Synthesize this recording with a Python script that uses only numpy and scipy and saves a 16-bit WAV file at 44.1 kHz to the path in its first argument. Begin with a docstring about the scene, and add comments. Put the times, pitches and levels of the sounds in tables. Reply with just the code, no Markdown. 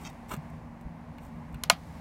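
"""On an outdoor deck, a claw hammer levers a staple out of a wooden stake, close to the microphone.
The claw scrapes into place: uneven tiny impulses sound as grit and make wood and steel ring.
Low tones make dull bumps and wind buffets.
The staple slips with a faint click, then snaps free: bursts of noise with the ring of steel, stake and deck.
Behind it lie a low distant hum and soft outdoor noise, built from wavering tones and bands of noise."""
import sys
import numpy as np
from scipy import signal
from scipy.fft import rfft, irfft
from scipy.io import wavfile
from scipy.ndimage import uniform_filter1d

SR = 44100
rng = np.random.default_rng(int(sys.argv[2]) if len(sys.argv) > 2 else 0)


def master_out(mix):
    """Clip the mix to full scale and print it as 16-bit PCM to the path in sys.argv[1]."""
    frames = np.transpose(np.atleast_2d(mix))
    ceiling = np.clip(frames, -1, 1)
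    pcm = np.round(ceiling * 32767).astype(np.int16)
    wavfile.write(sys.argv[1], SR, pcm)


N = 88420
T = np.arange(N) / SR  # time in seconds
FREQS = np.fft.rfftfreq(N, 1 / SR) + 1  # in Hz; the added 1 avoids log(0)
STAKE_LAG_S, STEEL_LAG_S = 0.0026, 0.001  # travel time of a bending wave at 1 kHz
RADIATE_FROM_HZ = 556  # the ringing bodies give off little sound below this


def amp(db):
    """Turn decibels into a gain."""
    return 10 ** (np.asarray(db) / 20)


def unit(x):
    """Scale a sound to an effective (rms) level of 1."""
    return x / (np.std(x) + 1e-12)


def decay(t60):
    """Fade that falls by 60 dB in t60 seconds."""
    return np.exp(-np.log(1000) * T / t60)


def colour(x, points):
    """Shape the spectrum by points of (Hz, dB), then scale to level 1."""
    hz, db = np.array(points).T
    gain = amp(np.interp(np.log(FREQS), np.log(hz), db))
    return unit(irfft(rfft(x) * gain, N))


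def band(hz, octaves):
    """Noise that is full at hz and fades smoothly to nothing some octaves to each side."""
    away = np.log2(FREQS / hz) / octaves
    gain = np.cos(np.clip(away, -1, 1) * np.pi / 2)
    return irfft(rfft(rng.standard_normal(N)) * gain, N)


def walk(rate):
    """Slow random motion with spread 1: random steps, rate per second, smoothed twice."""
    k = int(SR / rate)
    steps = rng.standard_normal(N)[np.arange(N) // k]
    return unit(uniform_filter1d(uniform_filter1d(steps, k), k))


def ring(modes, lag_s):
    """Response of a body to a tap: fading tones; low bending waves arrive later and radiate weakly."""
    tones = sum(amp(db) * np.sin(2 * np.pi * hz * T) * decay(t60) for hz, db, t60 in modes)
    f = np.fft.rfftfreq(2 * N, 1 / SR) + 1
    # this phase delays each frequency by lag_s * sqrt(1000 / f)
    travel = np.exp(-4j * np.pi * lag_s * np.sqrt(1000 * f))
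    radiation = 1 / np.sqrt(1 + (RADIATE_FROM_HZ / f) ** 14)
    return irfft(rfft(tones, 2 * N) * travel * radiation)[:N]


def drive(force, body):
    """Shake a body with a force: every push starts its own ring (convolution)."""
    return signal.fftconvolve(force, body)[:N]


def at(x, s):
    """Delay a sound to its start time."""
    return np.concatenate([np.zeros(int(s * SR)), x])[:N]


def outdoor_air():
    """Outdoor noise from bands a third of an octave apart, each flickering gently in level."""
    # Spectrum of the noise. Each row: frequency in Hz, relative level in dB per Hz.
    air_points = [(15, -40), (25, -14), (76, -2.5), (123, -10), (157, 0), (175, -9.5), (190, -12.5),
                  (242, -5.5), (354, -23.5), (775, -16), (887, -16.5), (1130, -20.5), (1370, -32),
                  (1790, -24.5), (3160, -42), (12200, -54), (16000, -58)]
    # Slow changes of the treble. 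Each row: time in seconds, level change in dB.
    treble_points = [(0, 9), (.2, 2.5), (.45, 3), (.7, -2), (1.05, -1.5), (1.2, 0), (1.35, 0.5), (1.62, 0),
                     (1.8, -2.5), (2, 5)]
    level_db, flicker_db, treble_hz = -45.5, 0.5, 1400
    hz, db = np.array(air_points).T
    treble = np.interp(T, *np.array(treble_points).T)
    air = 0
    for f in 32 * 2 ** (np.arange(28) / 3):
        band_db = np.interp(np.log(f), np.log(hz), db)
        band_db = band_db + flicker_db * walk(7.95)
        band_db = band_db + treble * f / (f + treble_hz)  # high bands follow the treble most
        air = air + band(f, octaves=1 / 3) * amp(band_db)
    return amp(level_db) * unit(air)


def distant_hum():
    """Low steady tones whose strength and phase waver at random."""
    # Tones of the hum. Each row: frequency in Hz, level in dB, depth of waver as a share of the tone.
    hum_tones = [(161.3, -53.5, 0.39), (235, -52, 0.15)]
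    hum = 0
    for hz, db, waver in hum_tones:
        wobble = 1 + waver * (walk(13.7) + 1j * walk(13.97))
        tone = np.real(wobble * np.exp(2j * np.pi * hz * T))
        hum = hum + amp(db) * unit(tone)
    return hum


def faint_hiss():
    """Faint coloured noise that fades in once the staple is out."""
    start_s, fade_s, level_db = 1.72, 0.03, -65.5
    hiss = colour(rng.standard_normal(N), [(1000, -1), (4000, 2), (9000, -3.5), (16000, -9)])
    return amp(level_db) * hiss * np.clip((T - start_s) / fade_s, 0, 1)


def stake_ring():
    """Ring of the wooden stake after one tap, with the claw bearing on it."""
    # Tones of the stake. Each row: frequency in Hz, relative level in dB, time to fall 60 dB in seconds.
    stake_modes = [(695, -21, .055), (858, -20, .03), (1025, -15, .038), (1243, -19.5, .055),
                   (1462, -11.5, .022), (1694, -22, .038), (1918, -21, .034), (2182, -17, .042),
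                   (2428, -25, .055), (2602, -11, .014), (2815, -18, .027), (3280, -18, .018),
                   (3600, -21, .024), (4110, -8, .01)]
    return ring(stake_modes, STAKE_LAG_S)


def grains():
    """Dense, uneven impulses as two rubbing surfaces stick and slip."""
    grains_per_s, spread_db = 3000, 3
    hits = rng.random(N) < grains_per_s / SR
    signs = rng.choice([-1, 1], N)
    return unit(hits * signs * amp(spread_db * rng.standard_normal(N)))


def claw(stake):
    """Stick-slip force of the claw under the staple: gritty, jerky scrapes and small ticks."""
    # Scrapes. Each row: start, attack, hold and release in seconds, then grit, stake and claw level in dB.
    scrapes = [(-.01, 0.026, .02, 0.059, -58, -59, -67), (0.038, 0.015, 0.013, 0.053, -64.5, -56, -47),
               (.272, .033, 0.041, 0.011, -47, -56, -58), (0.304, 0.0075, 0.0099, .036, -52, -36.5, -59.5),
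               (1.194, 0.037, 0.035, .04, -61.5, -79, -78)]
    # Small ticks under load. Each row: start in seconds, grit level in dB, stake level in dB.
    ticks = [(0.099, -50, -69), (0.129, -62, -72), (0.3358, -57, -55), (0.3502, -47, -45.5),
             (0.365, -49, -56), (.4995, -60, -83), (.8115, -59, -72), (1.183, -58, -51),
             (1.525, -59.5, -65), (1.544, -50, -47.5), (1.675, -56, -65)]
    # Spectrum of the grit. Each row: frequency in Hz, relative level in dB.
    grit_points = [(300, 15.5), (1000, 2), (3000, -2), (5000, -13), (7000, 0), (9000, 3), (10200, -16.5),
                   (12000, 0.5), (16000, -8)]
    # Force of the claw dragging on wood. Each row: frequency in Hz, relative level in dB.
    drag_points = [(100, -18), (350, 5.5), (600, -5.5), (850, -3.5), (1050, 4.5), (1450, 0), (2000, -10),
                   (3000, -10.5), (5000, -27)]
    # Force of a soft tick. 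Each row: frequency in Hz, relative level in dB.
    tick_points = [(300, -2), (1000, 0), (2000, 1), (3000, 1), (4000, -7.5), (6000, -15)]
    # Tones of the sliding claw. Each row: frequency in Hz, relative level in dB, time to fall 60 dB in seconds.
    claw_modes = [(2230, -2.5, 0.0094), (2620, -3.5, 0.04), (3180, -1.5, 0.011), (3730, -3.5, 0.029),
                  (4600, -6, 0.024), (5110, -6, 0.017), (5610, 1, 0.011), (6230, 1.5, 0.0071)]
    jerk_db, jerks_per_s = 2.5, 400  # the drag catches and lets go
    rasp_db = -4.5  # rasp straight from the contact, against the ring of the stake
    tick_decay_s = 0.0046  # time for the grit of a tick to fall to about a third

    force = grains() * amp(jerk_db * walk(jerks_per_s))
    grit = colour(force, grit_points)
    drag = colour(force, drag_points)
    wood = unit(unit(drive(drag, stake)) + amp(rasp_db) * drag)
    knock = unit(drive(colour(force, tick_points), stake))
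    metal = unit(drive(force, ring(claw_modes, STEEL_LAG_S)))
    out = 0
    for s, attack, hold, release, grit_db, stake_db, claw_db in scrapes:
        corners = s + np.cumsum([0, attack, hold, release])
        press = np.interp(T, corners, [0, 1, 1, 0]) ** 1.43
        out = out + press * (amp(grit_db) * grit + amp(stake_db) * wood + amp(claw_db) * metal)
    for s, grit_db, stake_db in ticks:
        fade = at(np.exp(-T / tick_decay_s), s)
        # the square root lets the wood fade half as fast as the grit
        out = out + amp(grit_db) * grit * fade + amp(stake_db) * knock * np.sqrt(fade)
    return out


def low_thumps():
    """Low tones that swell and die quickly: dull bumps of the stake, and soft wind buffets."""
    # The rows at 0.854 and 1.947 s are the wind buffets.
    # Each row: start in seconds, frequency in Hz, level in dB, time to swell to full in seconds.
    thump_rows = [(.32, 54.4, -40, 0.014), (0.336, 213, -32, 0.0046), (.372, 150.8, -30, 0.011),
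                  (0.854, 57.5, -33, 0.0076), (1.53, 55, -38, .014), (1.555, 148, -34.5, 0.0062),
                  (1.724, 180, -31, 0.0037), (1.947, 69, -38, 0.012)]
    out = 0
    for s, hz, db, swell in thump_rows:
        envelope = T / swell * np.exp(1 - T / swell)
        out = out + at(amp(db) * envelope * np.sin(2 * np.pi * hz * T), s)
    return out


def deck():
    """Sound of a click scattered among the boards: noise bands that build up, then fade."""
    # Each row: frequency in Hz, relative level in dB per Hz, time to fall 60 dB in seconds.
    deck_points = [(148, -22, 0.19), (350, -32, 0.13), (613, 9, 0.11), (1200, -4.5, 0.16),
                   (2440, -1.5, 0.13), (4140, -4, 0.12), (7100, -9, .07), (11000, -14.5, 0.09),
                   (16000, -18, 0.08)]
    build_s = 0.0063
    hz, db, t60 = np.array(deck_points).T
    out = 0
    for f in 125 * 2 ** (np.arange(15) / 2):  # bands half an octave apart
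        band_db = np.interp(np.log(f), np.log(hz), db)
        band_t60 = np.interp(np.log(f), np.log(hz), t60)
        out = out + band(f, 0.46) * amp(band_db) * decay(band_t60)
    return 2 * out * (1 - np.exp(-T / build_s))


def staple(stake):
    """The staple gives way: each slip is a burst of friction with the ring of steel, stake and deck."""
    # Each row: start, length of slip and release time in seconds, then crack, staple, stake and deck gain in dB.
    clicks = [(1.6363, 0.002, 0.00072, -21.5, -34.5, -24.5, -38.5),
              (1.6986, 0.00064, 0.0016, -10.5, -17.5, 0, -22.5)]
    # Spectrum of the crack. Each row: frequency in Hz, relative level in dB.
    crack_points = [(300, -31), (900, 4.5), (1800, -4), (2600, 2), (4500, 2), (5500, -2), (7800, -0.5),
                    (9500, -3), (11500, -1.5), (13500, -11), (14600, -18), (16000, -22)]
    # Tones of the staple. Each row: frequency in Hz, relative level in dB, time to fall 60 dB in seconds.
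    steel_modes = [(4450, -10, 0.026), (5170, -4.5, 0.025), (5720, -10, .026), (6680, -4.5, 0.025),
                   (6940, -6.5, 0.021), (7320, -7, 0.012), (8330, -11, .012), (9400, 2.5, .008),
                   (11070, 2, .009), (12650, -14, 0.021), (13700, -14, 0.029)]
    steel = ring(steel_modes, STEEL_LAG_S)
    out = 0
    for s, slip_s, release_s, crack_db, steel_db, stake_db, deck_db in clicks:
        friction = np.tanh(colour(rng.standard_normal(N), crack_points))  # tanh rounds off the peaks
        crack = friction * np.exp(-np.maximum(T - slip_s, 0) / release_s)
        click = amp(crack_db) * crack + amp(steel_db) * steel
        click = click + amp(stake_db) * stake + amp(deck_db) * deck()
        out = out + at(click, s)
    return out


def scene():
    """Add all sources at one microphone."""
    background = outdoor_air() + distant_hum() + faint_hiss()
    stake = stake_ring()
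    return (background + claw(stake) + low_thumps() + staple(stake))[None]


def record(dry):
    """The recorder caps the peaks, then cuts the top above 15.9 kHz."""
    low_pass = signal.ellip(10, 0.2, 90, 15900, fs=SR, output="sos")
    return signal.sosfilt(low_pass, np.clip(dry, -1, 1))


dry = scene()
out = record(dry)
master_out(out)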